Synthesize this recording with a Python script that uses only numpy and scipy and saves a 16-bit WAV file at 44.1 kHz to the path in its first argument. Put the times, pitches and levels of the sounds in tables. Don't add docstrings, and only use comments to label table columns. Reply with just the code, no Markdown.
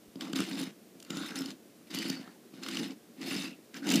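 import sys
import numpy as np
from scipy import signal
from scipy.fft import rfft, irfft
from scipy.io import wavfile

SR = 44100
rng = np.random.default_rng(int(sys.argv[2]) if len(sys.argv) > 2 else 0)


def to_linear_factor(level_db):
    exponent = np.asarray(level_db, float) / 20
    return 10 ** exponent


def unload_audio(sound):
    columns = np.transpose(np.atleast_2d(sound))
    steps = np.round(np.clip(columns, -1, 1) * 32767)
    wavfile.write(sys.argv[1], SR, steps.astype(np.int16))


N = 176400


def rms_one(x):
    return x / np.sqrt(np.mean(x ** 2) + 1e-20)


def drift(rate_hz):
    r = np.exp(-16 * np.pi * rate_hz / SR)
    noise = rng.standard_normal(N // 8 + 4002)
    slow = signal.lfilter([1], [1, -2 * r, r * r], noise)[4000:]
    return np.interp(np.arange(N) / 8, np.arange(len(slow)), rms_one(slow))


def resonate(x, hz, width):
    r = np.exp(-np.pi * width / SR)
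    top = (1 - r * r) / 2 * np.array([1, 0, -1])
    return signal.lfilter(top, [1, -2 * r * np.cos(2 * np.pi * hz / SR), r * r], x + 1e-18)


def grains(per_s, spread_db):
    size = to_linear_factor(spread_db * np.minimum(rng.exponential(1, N), 5)) * rng.choice([-1, 1], N)
    return rms_one(size * (rng.random(N) < per_s / SR))


def clicks(times, db):
    out = np.zeros(N)
    out[(np.asarray(times) * SR).astype(int)] = to_linear_factor(np.asarray(db))
    return out


def body(x, modes, gains_db, flip=-1):
    out = 0
    for k, (hz, width, db) in enumerate(modes):
        ring = resonate(x[k % len(x)], hz, width)
        out = out + flip ** k * to_linear_factor(db + gains_db[k]) * ring
    return out


# (time [s], skid level [dB], table drumming relative to the skid [dB])
FIRST_PUSHES = [
    [(0.17, -85, 41), (0.214, -42, 5), (0.316, -52.5, 16), (0.334, -54, -7), (0.342, -62, 28),
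     (0.358, -37, 3.5), (0.546, -43, 7), (0.608, -36.5, 3.5), (0.71, -54, 7)],
    [(1.05, -58, 2), (1.096, -60, 10), (1.102, -46, 9.5), (1.256, -41, 4.5), (1.35, -50, 11.5),
     (1.358, -38, 1), (1.454, -46, 7.5), (1.514, -46.5, 7), (1.56, -96, 44)],
    [(1.87, -58, -5), (1.896, -67, 5), (1.902, -52.5, 7), (1.942, -37.5, 3.5), (2.09, -39.5, 2),
     (2.102, -38, 5), (2.11, -43, -9), (2.13, -43, 5.5), (2.36, -69.5, 5.5)],
]
LAST_PUSHES = [
    [(2.5, -96, 38), (2.544, -55, 5.3), (2.616, -58, 13.3), (2.632, -43.5, 3.8), (2.802, -37, 1.6),
     (2.82, -43.5, 14), (2.84, -38.5, 4.3), (2.924, -54.5, 13), (2.98, -102, 8.1)],
    [(3.15, -85, -2), (3.166, -65, 12), (3.22, -48, 9), (3.292, -36, 4), (3.314, -40, 1), (3.324, -36, 3),
     (3.426, -37, -1), (3.454, -39, 3.5), (3.6, -75, 16.5)],
    [(3.7, -87, 3), (3.73, -63, 7), (3.742, -49, 5), (3.774, -42.5, 4), (3.814, -58.5, 15),
     (3.886, -31.5, 8), (3.964, -32.5, 9.5), (3.972, -31.5, 7.5), (4.0, -36.5, -9)],
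]


def push_gains():
    t, skid_gain, drum_gain = np.arange(N) / SR, np.zeros(N), np.zeros(N)
    for push in list(FIRST_PUSHES) + list(LAST_PUSHES):
        s, db, drum_db = np.transpose(push)
        skid_gain += to_linear_factor(np.interp(t, s, db, left=-150, right=-150))
        drum_gain += to_linear_factor(np.interp(t, s, db + drum_db, left=-150, right=-150))
    return skid_gain, drum_gain


# (frequency [Hz], width [Hz], level [dB])
SHELL_MODES = [(1148, 166, -2), (1470, 187, 0.5), (2000, 420, 1), (2380, 860, -1), (2710, 210, -3),
               (2924, 350, -0.5), (3685, 310, 1), (4210, 170, -1), (4756, 160, -0.5), (5180, 130, -1),
               (6060, 270, -7.5), (7180, 270, -10.5), (9500, 630, -18), (13400, 3900, -28)]
GRAINS_PER_S, GRAIN_SPREAD_DB = 3200, 3.5
CLUMP_HZ, CLUMP_DB, SHARED_CLUMP_DB = 56, 2, 1.05
WANDER_HZ, WANDER_DB = 20, -2.5
BRIGHTER_DB_PER_OCTAVE, BRIGHT_AT_DB = 0.1433, -56
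TREBLE_PATCH_HZ, TREBLE_PATCH_DB = 60, 4.5
SKID_DB = -6.5


def skid(gain):
    shared = to_linear_factor(SHARED_CLUMP_DB * drift(CLUMP_HZ))
    rub = []
    for _ in range(4):
        clump = shared * to_linear_factor(CLUMP_DB * drift(CLUMP_HZ))
        rub.append(clump * grains(GRAINS_PER_S, GRAIN_SPREAD_DB))
    tilt = BRIGHTER_DB_PER_OCTAVE * np.maximum(20 * np.log10(gain) - BRIGHT_AT_DB, -30)
    mode_gains = []
    for hz, _, _ in SHELL_MODES:
        mode_db = WANDER_DB * drift(WANDER_HZ) + tilt * np.log2(hz / 3000)
        if hz > 8000:
            mode_db = mode_db + TREBLE_PATCH_DB * drift(TREBLE_PATCH_HZ)
        mode_gains.append(mode_db)
    return to_linear_factor(SKID_DB + 8.5) * gain * body(rub, SHELL_MODES, mode_gains)


# (frequency [Hz], width [Hz], level [dB])
TABLE_MODES = [(187, 32.4, -6), (232, 32, -2), (264.8, 28.8, 1), (309, 26.7, -0.5), (340.8, 23.6, -5),
               (441, 42, -18), (517.6, 35, -19), (790, 225, -24)]
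# (time [s], peak level [dB])
TABLE_KNOCKS = [(0.157, -26.5), (0.333, -19), (0.393, -18), (0.403, -15), (0.455, -34), (0.513, -23),
                (0.563, -50), (0.608, -22.5), (0.672, -25.5), (0.954, -35), (1.104, -22), (1.122, -38),
                (1.169, -21), (1.407, -19.5), (1.452, -28), (1.499, -30), (1.947, -22.5), (2.024, -39),
                (2.053, -24), (2.101, -21), (2.195, -26.5), (2.275, -33), (2.537, -33), (2.582, -33),
                (2.794, -22.5), (3.311, -23), (3.883, -44), (3.9, -20.5), (3.938, -19), (3.956, -17)]
# (time [s], peak level [dB])
LATE_KNOCKS = [(2.691, -37), (2.83, -37), (3.228, -34), (3.247, -28.5), (3.281, -24.5), (3.344, -28),
               (3.36, -20.5), (3.401, -29), (3.439, -27), (3.852, -35), (3.915, -20), (3.973, -12.5),
               (3.988, -18.5)]
BUMPS_PER_S, BUMP_SPREAD_DB, DRUM_DB = 420, 1.5, -5
KNOCK_S, KNOCK_DB, KNOCK_HZ = 0.001, -6.5, 266.4
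KNOCK_FOCUS_DB = 60


def table(gain):
    bumps = [grains(BUMPS_PER_S, BUMP_SPREAD_DB)]
    rolling = to_linear_factor(DRUM_DB) * gain * rms_one(body(bumps, TABLE_MODES, np.zeros(len(TABLE_MODES))))
    soft = np.exp(-1 / (KNOCK_S * SR))
    blow = signal.lfilter([1], [1, -soft], clicks([0], [0]))
    focus = [-min(KNOCK_FOCUS_DB * abs(np.log2(hz / KNOCK_HZ)), 10) for hz, _, _ in TABLE_MODES]
    boom = body([blow], TABLE_MODES, focus, flip=0.55)[:SR // 8]
    hits = clicks(*np.transpose(list(TABLE_KNOCKS) + list(LATE_KNOCKS)))
    knocks = np.convolve(hits, boom / np.abs(boom).max())[:N]
    return rolling + to_linear_factor(KNOCK_DB) * knocks


# (time [s], peak level [dB], brightness tilt [dB/octave])
FIRST_RATTLES = [(0.1555, -37.5, 4), (0.2084, -22.5, -0.5), (0.3318, -21.5, -3.5), (0.3606, -27, 8),
                 (0.3614, -31, -5), (0.3766, -33, -8), (0.3887, -23.5, -6), (0.403, -17.5, -3),
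                 (0.5636, -39, -5), (1.0009, -34.5, 10), (1.0243, -35, -2.5), (1.0476, -37.5, 7),
                 (1.1037, -21.5, 2), (1.1695, -25, 8.5), (1.2605, -29.5, 3), (1.356, -22, 2),
                 (1.3874, -31, 11.5), (1.4183, -24.5, 9.5), (1.4583, -26, 7.5), (1.504, -26, 4.5),
                 (1.9061, -29.5, -1), (1.9455, -19, 12), (1.9862, -25, 11.5), (2.099, -17.5, 6.5),
                 (2.2752, -42.5, -10.5)]
LAST_RATTLES = [(2.538, -42, -3), (2.5541, -53, 2.2), (2.6334, -21, 2.5), (2.6624, -26, -4),
                (2.685, -20, -1.5), (2.7116, -22, 2.5), (2.7531, -24, 0), (2.7701, -21.5, 0),
                (2.7935, -27, 1), (2.9064, -32.5, -1), (3.214, -29.5, 2), (3.229, -26.5, 1.5),
                (3.275, -39, -1), (3.7423, -29, 3), (3.7658, -36, -1), (3.8895, -14, 3),
                (3.9022, -16.5, 6.6), (3.912, -18, 7), (3.9205, -23, 5), (3.9385, -25, 8), (3.944, -15, 7),
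                (3.9566, -17.5, 3), (3.962, -18, 7)]
RATTLE_S, RATTLE_DB, RATTLE_SPREAD_DB, TILT_PIVOT_HZ = 0.002, -26.5, 1.5, 3900


def rattles():
    s, db, tilt = np.transpose(list(FIRST_RATTLES) + list(LAST_RATTLES))
    decay, chatter, out = np.exp(-1 / (RATTLE_S * SR)), rng.choice([-1, 1], N), 0
    swell_and_die = np.convolve([1, -decay], [1, -decay ** 4])
    spread = rng.normal(0, RATTLE_SPREAD_DB, (len(s), len(SHELL_MODES)))
    for k, (hz, width, level_db) in enumerate(SHELL_MODES):
        tilt_db = np.clip(tilt, -14, 6) * np.log2(hz / TILT_PIVOT_HZ)
        hits = clicks(s, db + tilt_db + spread[:, k])
        burst = signal.lfilter([1], swell_and_die, hits + 1e-18)
        out = out + (-1) ** k * to_linear_factor(level_db) * resonate(chatter * burst, hz, 2 * width)
    return to_linear_factor(RATTLE_DB) * out


# (start time [s], length [s], frequency [Hz], level [dB])
WHEEL_SINGS = [(1.064, 0.2, 1380, -53.5), (1.2, 0.237, 1480, -50.5), (1.114, 0.25, 1130, -54.5),
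               (1.135, 0.18, 3670, -50), (1.352, 0.078, 5300, -48), (1.94, 0.27, 4610, -47),
               (2.22, 0.14, 4500, -71), (1.93, 0.22, 2980, -48.5), (2.194, 0.19, 780, -60),
               (2.198, 0.13, 1720, -62), (3.732, 0.052, 1540, -51), (3.811, 0.16, 1500, -50),
               (3.851, 0.19, 2850, -41), (3.253, 0.298, 2700, -50), (1.087, 0.13, 7040, -54),
               (0.187, 0.13, 1120, -55)]
SING_GRAINS_PER_S, SING_FLUTTER_DB = 1500, 4
SING_RISE_SHARE, SING_WIDTH_HZ = 0.18, 250


def sings():
    t, out = np.arange(N) / SR, 0
    rub = to_linear_factor(SING_FLUTTER_DB * drift(120)) * grains(SING_GRAINS_PER_S, 2.5)
    for k, (start, length, hz, db) in enumerate(WHEEL_SINGS):
        part = np.clip((t - start) / length, 0, 1)
        fade = np.minimum(part / SING_RISE_SHARE, 1) * np.sqrt(1 - part ** 2)
        own_rub = np.roll(rub, 997 * k)
        tone = resonate(resonate(own_rub, hz, SING_WIDTH_HZ), hz, 2 * SING_WIDTH_HZ)
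        out = out + to_linear_factor(db) * fade * rms_one(tone)
    return out


# (time [s], peak level [dB], ringing pitch [Hz])
GRIT_TICKS = [(0.208, -47, 7530), (0.33, -35, 7570), (0.3555, -36.5, 7240), (0.3615, -42, 7560),
              (0.3879, -36, 7210), (0.403, -33.5, 8410), (0.615, -37, 6140), (0.6373, -39, 6220),
              (0.999, -48, 7280), (1.0264, -42, 7130), (1.0484, -48, 7050), (1.1033, -39, 7210),
              (1.1531, -50, 6980), (1.1701, -38, 6750), (1.2629, -42.5, 9400), (1.3565, -38, 6220),
              (1.3876, -33, 7700), (1.4071, -37, 6260), (1.457, -43, 6160), (1.9047, -47, 6150),
              (1.9496, -35, 12200), (1.9862, -36, 6450), (1.9862, -33, 6890), (2.0222, -43, 6890),
              (2.085, -40, 6350), (2.1, -36.5, 6470), (2.6338, -53, 6510), (2.6548, -56, 6440),
              (2.6857, -35.5, 9200), (2.7525, -51, 6970), (2.768, -41, 7200), (2.7919, -46, 7260),
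              (3.2135, -51, 7400), (3.2294, -47, 6140), (3.2648, -56, 9110), (3.2823, -46, 9180),
              (3.2823, -44, 9220), (3.3247, -48, 6030), (3.3372, -53, 6220), (3.399, -48, 8680),
              (3.4, -41, 9690), (3.415, -46, 9570), (3.86, -46, 6110), (3.869, -36, 6090),
              (3.889, -33, 6000), (3.8884, -37, 6110), (3.9024, -29, 6540), (3.9202, -22.5, 7360),
              (3.9383, -25.5, 6500), (3.9568, -22, 6500)]
TICK_S, TICK_DB, TICK_WIDTH_HZ, TICK_BROAD_DB = 0.0021, 3, 1700, 0


def ticks():
    out, t = np.zeros(N + 400), np.arange(400) / SR
    high = signal.butter(2, 4000, "high", fs=SR, output="sos")
    shape = np.exp(-t / TICK_S) * (1 - np.exp(-4 * t / TICK_S))
    for s, db, hz in GRIT_TICKS:
        burst = rng.standard_normal(len(t)) * shape
        ring = 3 * resonate(burst, hz, TICK_WIDTH_HZ)
        snap = ring + to_linear_factor(TICK_BROAD_DB) * signal.sosfilt(high, burst)
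        first = int(s * SR)
        out[first:first + len(t)] += to_linear_factor(db + TICK_DB) * snap / np.abs(snap).max()
    return out[:N]


# (time [s], peak level [dB])
HAND_JOLTS = [
    (0.086, -62),
    (0.334, -65),
    (0.404, -62),
    (0.959, -80),
    (1.169, -63),
    (1.959, -73),
    (2.098, -67),
    (2.638, -74),
    (3.239, -69),
]
JOLT_S, JOLT_DB = 0.0037, 3


def jolts():
    t = np.arange(-1500, 1500) / SR / JOLT_S
    swing = -2 * t * np.exp(-t * t)
    return to_linear_factor(JOLT_DB) * np.convolve(clicks(*np.transpose(HAND_JOLTS)), swing, "same")


ROOM_T60_S, ROOM_DB, WALL_CUT_HZ = 0.19, -14, 4500


def room(x):
    out, dull = np.zeros(N), np.exp(-2 * np.pi * WALL_CUT_HZ / SR)
    lags = (rng.uniform(.012, .035, size=8) * SR).astype(int)
    for k, lag in enumerate(lags):
        loop, gain, state = x.copy(), to_linear_factor(-60 * lag / SR / ROOM_T60_S), [0.]
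        for i in range(lag, N, lag):
            back, state = signal.lfilter([gain * (1 - dull)], [1, -dull], loop[i - lag:i], zi=state)
            loop[i:i + lag] += back[:N - i]
        out += (loop - x) * (-1) ** k
    return out


# (frequency [Hz], level [dB per Hz])
HUSH_SPECTRUM = [(15, -62), (25, -50.5), (233, 2.5), (267, -6), (297, 0.5), (703, -13), (848, -19.5),
                 (12200, -26.5), (15500, -28)]
HUSH_DB = -56.5


def hush():
    hz, db = np.transpose(HUSH_SPECTRUM)
    f = np.maximum(np.arange(N // 2 + 1) * SR / N, 1)
    shape = to_linear_factor(np.interp(np.log(f), np.log(hz), db))
    return to_linear_factor(HUSH_DB) * rms_one(irfft(rfft(rng.standard_normal(N)) * shape, N))


def scene():
    skid_gain, drum_gain = push_gains()
    near = skid(skid_gain) + table(drum_gain) + rattles() + sings() + ticks()
    air = near + to_linear_factor(ROOM_DB) * room(near)
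    bass_cut = signal.butter(6, 140, "high", fs=SR, output="sos")
    return (signal.sosfilt(bass_cut, air) + jolts() + hush())[None]


def band_limit(x):
    return signal.sosfilt(signal.butter(12, 15700, fs=SR, output="sos"), x)


def record(dry):
    top_cut = signal.ellip(12, .5, 70, 15250, fs=SR, output="sos")
    mix = signal.sosfilt(top_cut, dry)
    return band_limit(mix)


dry = scene()
out = record(dry)
unload_audio(out)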